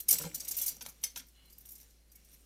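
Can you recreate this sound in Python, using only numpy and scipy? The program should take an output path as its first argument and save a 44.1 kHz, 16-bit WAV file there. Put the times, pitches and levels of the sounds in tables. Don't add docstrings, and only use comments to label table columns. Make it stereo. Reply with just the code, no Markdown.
import sys
import numpy as np
from scipy import signal
from scipy.fft import rfft, irfft, next_fast_len
from scipy.io import wavfile

SR = 44100
rng = np.random.default_rng(int(sys.argv[2]) if len(sys.argv) > 2 else 0)


def log_audio(samples):
    frames = np.atleast_2d(samples).T
    limited = np.clip(frames, -1, 1)
    pcm = np.round(limited * 32767).astype(np.int16)
    wavfile.write(sys.argv[1], SR, pcm)


def boost_factor(decibels):
    exponent = np.asarray(decibels, float) / 20
    return 10 ** exponent


N = 108221
TIME = np.arange(N) / SR
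RIGHT_OWN = 1.306
LIGHT_FROM_S = 1.25

# (frequency [Hz], level [dB])
AIR_COLOUR = [(80, -4), (200, -1), (480, -8.5), (1000, -18.5), (1700, -14.5), (4000, -14), (14800, -15.5),
              (16000, -37)]
# (frequency [Hz], correlation [-1..1])
AIR_LIKENESS = [(60, 0.9), (240, 0.6), (950, 0.39), (3700, .03), (15000, .02)]
# (time [s], level [dB])
BUSTLE = [(0, 3.7), (.6, 4), (1.2, -0.3), (1.45, 0), (1.8, 1.2), (2.05, -2), (2.2, 0.8), (2.45, 0.3)]
# (frequency [Hz], level [dB], start phase [turns])
HUM_LINES = [(56.1, -64.5, 0.38), (56, -78, 0.55)]
# (time [s], level [dB])
FINGER_PRESSURE = [(0, -44.5), (0.039, -87), (0.104, -35.5), (0.248, -45.5), (0.328, -56), (.5, -46.5),
                   (0.686, -40.5), (.79, -63), (.87, -67), (.96, -64.5), (1.2, -66), (1.398, -78),
                   (1.519, -67.5), (1.72, -63), (1.83, -62), (2.05, -84.5), (2.33, -60.5), (2.45, -71.5)]
# (frequency [Hz], level [dB])
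WIRE_COLOUR = [(1500, -15), (3400, -15.5), (3900, -12), (5700, -5), (8000, -7.5), (13200, 0.26),
               (15200, -5), (16200, -23.5)]
# (time [s], peak level [dB], spray length [s], brightness [dB/octave])
TOUCHES = [(.0015, -26.5, .012, 4), (0.1847, -18.5, 0.006, 4), (1.177, -38, .01, -4),
           (1.454, -54, 0.018, 1), (1.604, -47, .02, 4.5), (1.779, -47.5, .01, 1), (0.8086, -34, .014, -15),
           (0.8213, -30.5, .012, -0.5), (0.862, -27, 0.0025, -14), (0.865, -38, 0.011, 4),
           (0.885, -38, 0.024, 1), (1.0363, -19.5, .015, -4), (1.159, -29, .014, -14.5),
           (1.171, -29, .02, -2), (1.193, -35, 0.014, -17), (1.264, -55, 0.022, 12),
           (1.283, -48.5, 0.019, -2), (1.498, -49, 0.028, 0), (1.525, -45.5, 0.017, -0.5),
           (1.582, -41, .008, 8), (1.652, -42, 0.037, 2), (1.689, -38.5, .011, 0), (1.706, -37, 0.043, 4.5),
           (1.753, -42.5, 0.021, 0), (1.796, -43, 0.044, -1.5), (1.904, -54, 0.023, -8),
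           (2.116, -46, 0.023, -4), (2.154, -43.5, 0.023, 0), (2.247, -50.5, .02, -3), (2.329, -46, .03, 1)]
# (time [s], peak level [dB], spray length [s], brightness [dB/octave])
PUSHES = [(0.0845, -9.5, 0.015, 3.5), (.1055, -10.5, 0.017, 0), (0.1225, -13, 0.015, -1.5),
          (0.1375, -20.5, .014, -2.5), (0.1305, -20.5, 0.019, -6.5), (.374, -42, 0.017, 7),
          (.419, -48, .016, 7), (.213, -27.5, 0.026, -5.5), (0.236, -35.5, 0.039, -14),
          (0.3435, -23, 0.021, -5.5), (0.3985, -24.5, 0.018, -7.5), (0.4465, -33.5, 0.011, -6),
          (0.478, -23.5, .02, -3.5), (0.5085, -23, 0.018, -5), (0.543, -34, 0.016, -18),
          (0.5666, -22.5, 0.018, 12), (0.579, -21.5, 0.03, -4), (.6145, -19.5, 0.012, 4.5),
          (0.628, -24.5, 0.017, -1.5), (0.661, -20, 0.013, 1), (0.676, -19, 0.023, -1.5),
          (.7645, -38, 0.0059, -3.5)]
# (time [s], peak level [dB], spray
# length [s], brightness [dB/octave])
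MORE_KNOCKS = [
    (0.0832, -20, 0.0032, 11),
    (0.85, -41, .014, -12),
    (1.013, -47.5, .02, 12),
    (1.063, -43, .05, -8),
    (1.101, -47.5, .045, -8),
    (1.03, -40, 0.005, 6),
]
# (frequency [Hz], level [dB], T60 [s])
BAR_MODES = [(4140, -16.5, 0.19), (5765, -13, 0.18), (7230, -15, 0.19), (8700, -9.5, 0.092)]
# (time [s], frequency [Hz], level [dB], T60 [s])
PINGS = [(0.0849, 5100, -31.5, 0.092), (0.089, 8700, -21.5, 0.074), (0.086, 10570, -21, 0.11),
         (0.09, 9200, -44.5, .04), (.126, 7770, -31.5, 0.43), (.135, 9200, -48, 0.29),
         (0.11, 9690, -27.5, 0.046), (.811, 968, -50.5, 0.065), (1.034, 3150, -49, 0.15),
         (1.039, 5916, -24, 0.036), (1.04, 6400, -49, 0.2), (1.038, 4510, -34.5, 0.069),
         (1.039, 6200, -36, 0.063), (1.038, 9400, -35, 0.062), (1.038, 9100, -37.5, 0.061),
         (1.038, 4600, -38.5, 0.043), (.8632, 1440, -38.5, 0.0061), (.095, 2250, -42.5, .12),
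         (.1, 3050, -42.5, .08), (.512, 4900, -44, .08), (.612, 3400, -43.5, 0.072),
         (.68, 4700, -36, 0.044), (1.53, 4900, -55, 0.065), (1.5, 4500, -55.5, 0.057),
         (2.5, 4500, -60, .06), (2.1, 4800, -62, .08), (1.041, 2120, -47.5, 0.1),
         (1.162, 970, -46.5, 0.054), (1.195, 4800, -43.5, 0.033), (2.15, 2230, -66.5, 0.14)]
# (time [s], level [dB], favoured pitch [Hz])
THUDS = [(.118, -40.5, 576), (0.142, -44, 347), (.194, -36.5, 460), (.236, -36, 1120), (.25, -39, 500),
         (.81, -50.5, 704), (.848, -53.5, 1200), (.5, -52, 704), (.33, -49.5, 1100), (.6, -54, 900),
         (0.369, -49, 256), (.42, -52, 490), (.71, -52.5, 207), (0.762, -56, 440), (0.861, -57, 290),
         (1.04, -52.5, 1300), (1.16, -45, 1530), (1.197, -55, 1900), (1.22, -60, 255)]
# (frequency [Hz], level [dB], T60 [s])
FRAME_MODES = [(165.7, -8, 0.13), (255, -10, 0.082), (304.3, -23.5, 0.23), (475, -15.5, 0.16),
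               (556.3, -9.5, 0.079), (792, -11.5, 0.061), (980, -12, 0.046), (1410, 2, 0.021),
               (1591, -11.5, 0.1), (1780, -5.5, 0.05), (2134, -4.5, 0.057), (2364, -6.5, 0.059),
               (3150, -14, 0.151)]
# (time [s], frequency [Hz], level [dB], T60 [s])
BOOMS = [(.125, 573, -45.5, 0.088), (.14, 255, -51, 0.15), (.2, 155, -45, 0.21), (.246, 165, -43, 0.23),
         (.258, 166.6, -41, 0.17), (.248, 500, -44, 0.14), (.3, 309, -53.5, 0.19), (.335, 161, -54, .15),
         (.375, 248, -54, .08), (.83, 230, -56, 0.17), (1.2, 255, -57.5, 0.16)]
# (frequency [Hz], level [dB], T60 [s])
SCRAPE_MODES = [(2230, -4, 0.014), (2940, 3, 0.019), (3270, -3.5, 0.013), (4100, -5, 0.056)]


def rms_one(x):
    return x / np.sqrt(np.mean(x ** 2) + 1e-20)


def at_hz(points, hz):
    table_hz, value = np.transpose(points)
    return np.interp(np.log(hz), np.log(table_hz), value)


def follow(points):
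    return boost_factor(np.interp(TIME, *np.transpose(points)))


def filtered(x, order, hz, kind):
    return signal.sosfilt(signal.butter(order, hz, kind, fs=SR, output="sos"), x)


def ring(clicks, hz, t60):
    r, w = boost_factor(-60 / (t60 * SR)), 2 * np.pi * hz / SR
    return signal.lfilter([0, np.sin(w)], [1, -2 * r * np.cos(w), r * r], clicks + 1e-18)


def bar(drive, level_db):
    return sum(boost_factor(level_db + db) * ring(drive, hz, t60) for hz, db, t60 in BAR_MODES)


def lone_rings(rows):
    out = np.zeros(N)
    for s, hz, db, t60 in rows:
        start = int(s * SR)
        if start < N:
            click = np.zeros(N - start)
            click[0] = boost_factor(db)
            out[start:] += ring(click, hz, t60)
    return out


def air():
    out, edges = 0, 70 * 2 ** np.arange(0, 8.1, .5)
    white = rng.standard_normal((2, 2, N))
    for k, (low, high) in enumerate(zip(edges, edges[1:])):
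        centre_hz = np.sqrt(low * high)
        mid, side = filtered(white[k % 2], 2, [low, high], "band")
        alike = np.clip(at_hz(AIR_LIKENESS, centre_hz), -1, 1)
        patch = np.interp(np.arange(N), np.linspace(0, N, 30), rng.standard_normal(30))
        stereo = np.sqrt(1 + alike) * mid + np.sqrt(1 - alike) * side * [[1], [-1]]
        out = out + boost_factor(at_hz(AIR_COLOUR, centre_hz) + 1.5 * patch) * stereo
    return boost_factor(-67) * rms_one(out) * follow(BUSTLE)


def machine():
    hum = sum(boost_factor(db + 1) * np.sin(2 * np.pi * (hz * TIME + turns)) for hz, db, turns in HUM_LINES)
    whine = boost_factor(-88) * rms_one(ring(rng.standard_normal(N), 4170, .06))
    rumble = boost_factor(-77) * rms_one(filtered(rng.standard_normal(N), 2, [20, 45], "band"))
    return (hum + whine + rumble) * boost_factor([[1], [-1]])


def rustle(count=22):
    ticks_per_s, spread_db, t60_at_6khz = 8600, 0.5, 0.0035
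    sizes = boost_factor(spread_db * np.minimum(rng.exponential(1, N), 5)) * rng.choice([-1, 1], N)
    ticks = sizes * (rng.random(N) < ticks_per_s / SR)
    dealt = rng.integers(0, count, N)
    ports = np.array([np.ones(N), boost_factor(7.6 * RIGHT_OWN * rng.standard_normal(N))])
    out = 0
    for k, hz in enumerate(np.linspace(2200, 15800, count)):
        struck = ticks * (dealt == k) * ports
        out = out + boost_factor(at_hz(WIRE_COLOUR, hz)) * ring(struck, hz, t60_at_6khz * 6000 / hz)
    return follow(FINGER_PRESSURE) * boost_factor(2.5) * rms_one(out)


def clash(db, length, tilt_db, rise, rise_db, count=90, size=60, groups=4):
    wire_t60_s, snap_db, fall_db, wire_spread_db, tick_spread_db = 0.028, -11, 18, 6, 4.5
    t = np.arange(1800) / SR
    hz = 1500 + (np.arange(count)[:, None] + rng.random((count, 1))) * 14300 / count
    tilt = np.clip(tilt_db, -12, 12) * np.log2(np.maximum(hz, 4500) / 9000)
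    colour = boost_factor(at_hz(WIRE_COLOUR, hz) + tilt)
    fade = boost_factor(-60 * t / (wire_t60_s * rng.uniform(.4, 1.6, (count, 1))))
    snap = boost_factor(snap_db - 60 * t / .002)
    rings = colour * np.sin(2 * np.pi * hz * t) * (fade + snap)
    place = rng.random((groups, size // groups)) ** 1.2
    place[0, 0] = 0
    out = 0
    for spots in place:
        shared, own = rng.standard_normal((2, count))
        right = (1 + RIGHT_OWN * own) / np.hypot(1, RIGHT_OWN)
        strength = boost_factor(wire_spread_db * shared) * rng.choice([-1, 1], count)
        weights = strength * np.array([np.ones(count), right])
        swell_db = -rise_db * np.clip(1 - spots / rise, 0, 1)
        force = boost_factor(tick_spread_db * rng.standard_normal(len(spots)) - fall_db * spots + swell_db)
        spray = np.zeros(2300)
        np.add.at(spray, (spots * np.clip(length, .001, .05) * SR).astype(int), force)
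        out = out + signal.fftconvolve(weights @ rings, spray[None], axes=1)
    return boost_factor(db) * out / np.abs(out[0]).max()


def sprays(rows, rise, rise_db):
    out = np.zeros((2, N + 8192))
    for s, db, length, tilt_db in rows:
        sound, start = clash(db, length, tilt_db, rise, rise_db), int(s * SR)
        out[:, start:start + sound.shape[1]] += sound
    return out[:, :N] + 1e-18


def heddles():
    knocks = sprays([row for row in TOUCHES + MORE_KNOCKS if row[0] < LIGHT_FROM_S], 0.2, 7.5)
    light = sprays([row for row in TOUCHES if row[0] > LIGHT_FROM_S], 0.2, 7.5)
    thin = sprays(PUSHES, 0.26, 15) + light
    thin = filtered(thin, 4, 3650, "high") + boost_factor(-11) * thin
    wires = filtered(thin + knocks, 2, 1800, "high")
    return wires + bar(wires, -47.5)


def workshop(x):
    t60_s, wall_cut_hz = 0.24, 8000
    size = next_fast_len(N + SR)
    turn = np.exp(-2j * np.pi * np.arange(size // 2 + 1) / size)
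    dull = np.exp(-2 * np.pi * wall_cut_hz / SR)
    wall = (1 - dull) / (1 - dull * turn)
    out = np.zeros((2, size // 2 + 1), complex)
    for k, lag in enumerate((rng.uniform(.007, .04, 16) * SR).astype(int)):
        delay = np.exp(-2j * np.pi * np.arange(size // 2 + 1) * lag / size)
        loop = boost_factor(-60 * lag / SR / t60_s) * wall * delay
        out[k % 2] += loop / (1 - loop) * (-1) ** (k // 2)
    return irfft(out * rfft(x, size), size)[:, :N]


def pings():
    return lone_rings(PINGS)


def frame(count=6):
    focus_db, length_s = 2, .02
    s, db, centre_hz = np.transpose(THUDS)
    at = ((s[:, None] + length_s * rng.random((len(s), count))) * SR).astype(int)
    luck = rng.standard_normal((len(s), count, len(FRAME_MODES)))
    out = np.zeros(N)
    for k, (hz, level_db, t60) in enumerate(FRAME_MODES):
        blow_db = db + level_db - 6 - focus_db * np.log2(hz / centre_hz) ** 2
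        clicks = np.zeros(N)
        clicks[at] = boost_factor(blow_db)[:, None] * luck[:, :, k]
        out += ring(clicks, hz, t60)
    return out + lone_rings(BOOMS)


def nail_snap():
    snap = np.zeros(N)
    snap[int(.8632 * SR)] = boost_factor(-13)
    return filtered(snap + 1e-18, 2, [500, 2600], "band")


def scrape():
    start_s, length_s = 1.345, .22
    white = rng.standard_normal((2, N))
    phase = np.clip((TIME - start_s) / length_s, 0, 1)
    tone = sum(boost_factor(db) * ring(white, hz, t60) for hz, db, t60 in SCRAPE_MODES)
    return boost_factor(-64.5) * rms_one(tone) * np.sin(np.pi * np.sqrt(phase))


def scene():
    right_lag = .00032 * SR
    brush = rustle()
    left, right = brush + bar(brush, -24.5) + heddles() + pings() + nail_snap()
    thuds = frame()
    right = right + (boost_factor(-6) - 1) * signal.lfilter(*signal.butter(1, 4960, "high", fs=SR), right)
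    near = boost_factor(4) * left + boost_factor(2) * thuds
    far = np.roll(boost_factor(-2) * right, int(right_lag)) + np.roll(boost_factor(-3) * thuds, int(0.71 * right_lag))
    walls = boost_factor(-12.5) * workshop(left + boost_factor(-6) * thuds)
    return np.array([near, far]) + walls + air() + machine() + scrape()


def top_cut(x):
    return signal.sosfilt(signal.butter(12, 16480, fs=SR, output="sos"), x)


def record(dry):
    mix = signal.sosfilt(signal.cheby2(10, 60, 16900, fs=SR, output="sos"), dry)
    return top_cut(mix)


dry = scene()
out = record(dry)
log_audio(out)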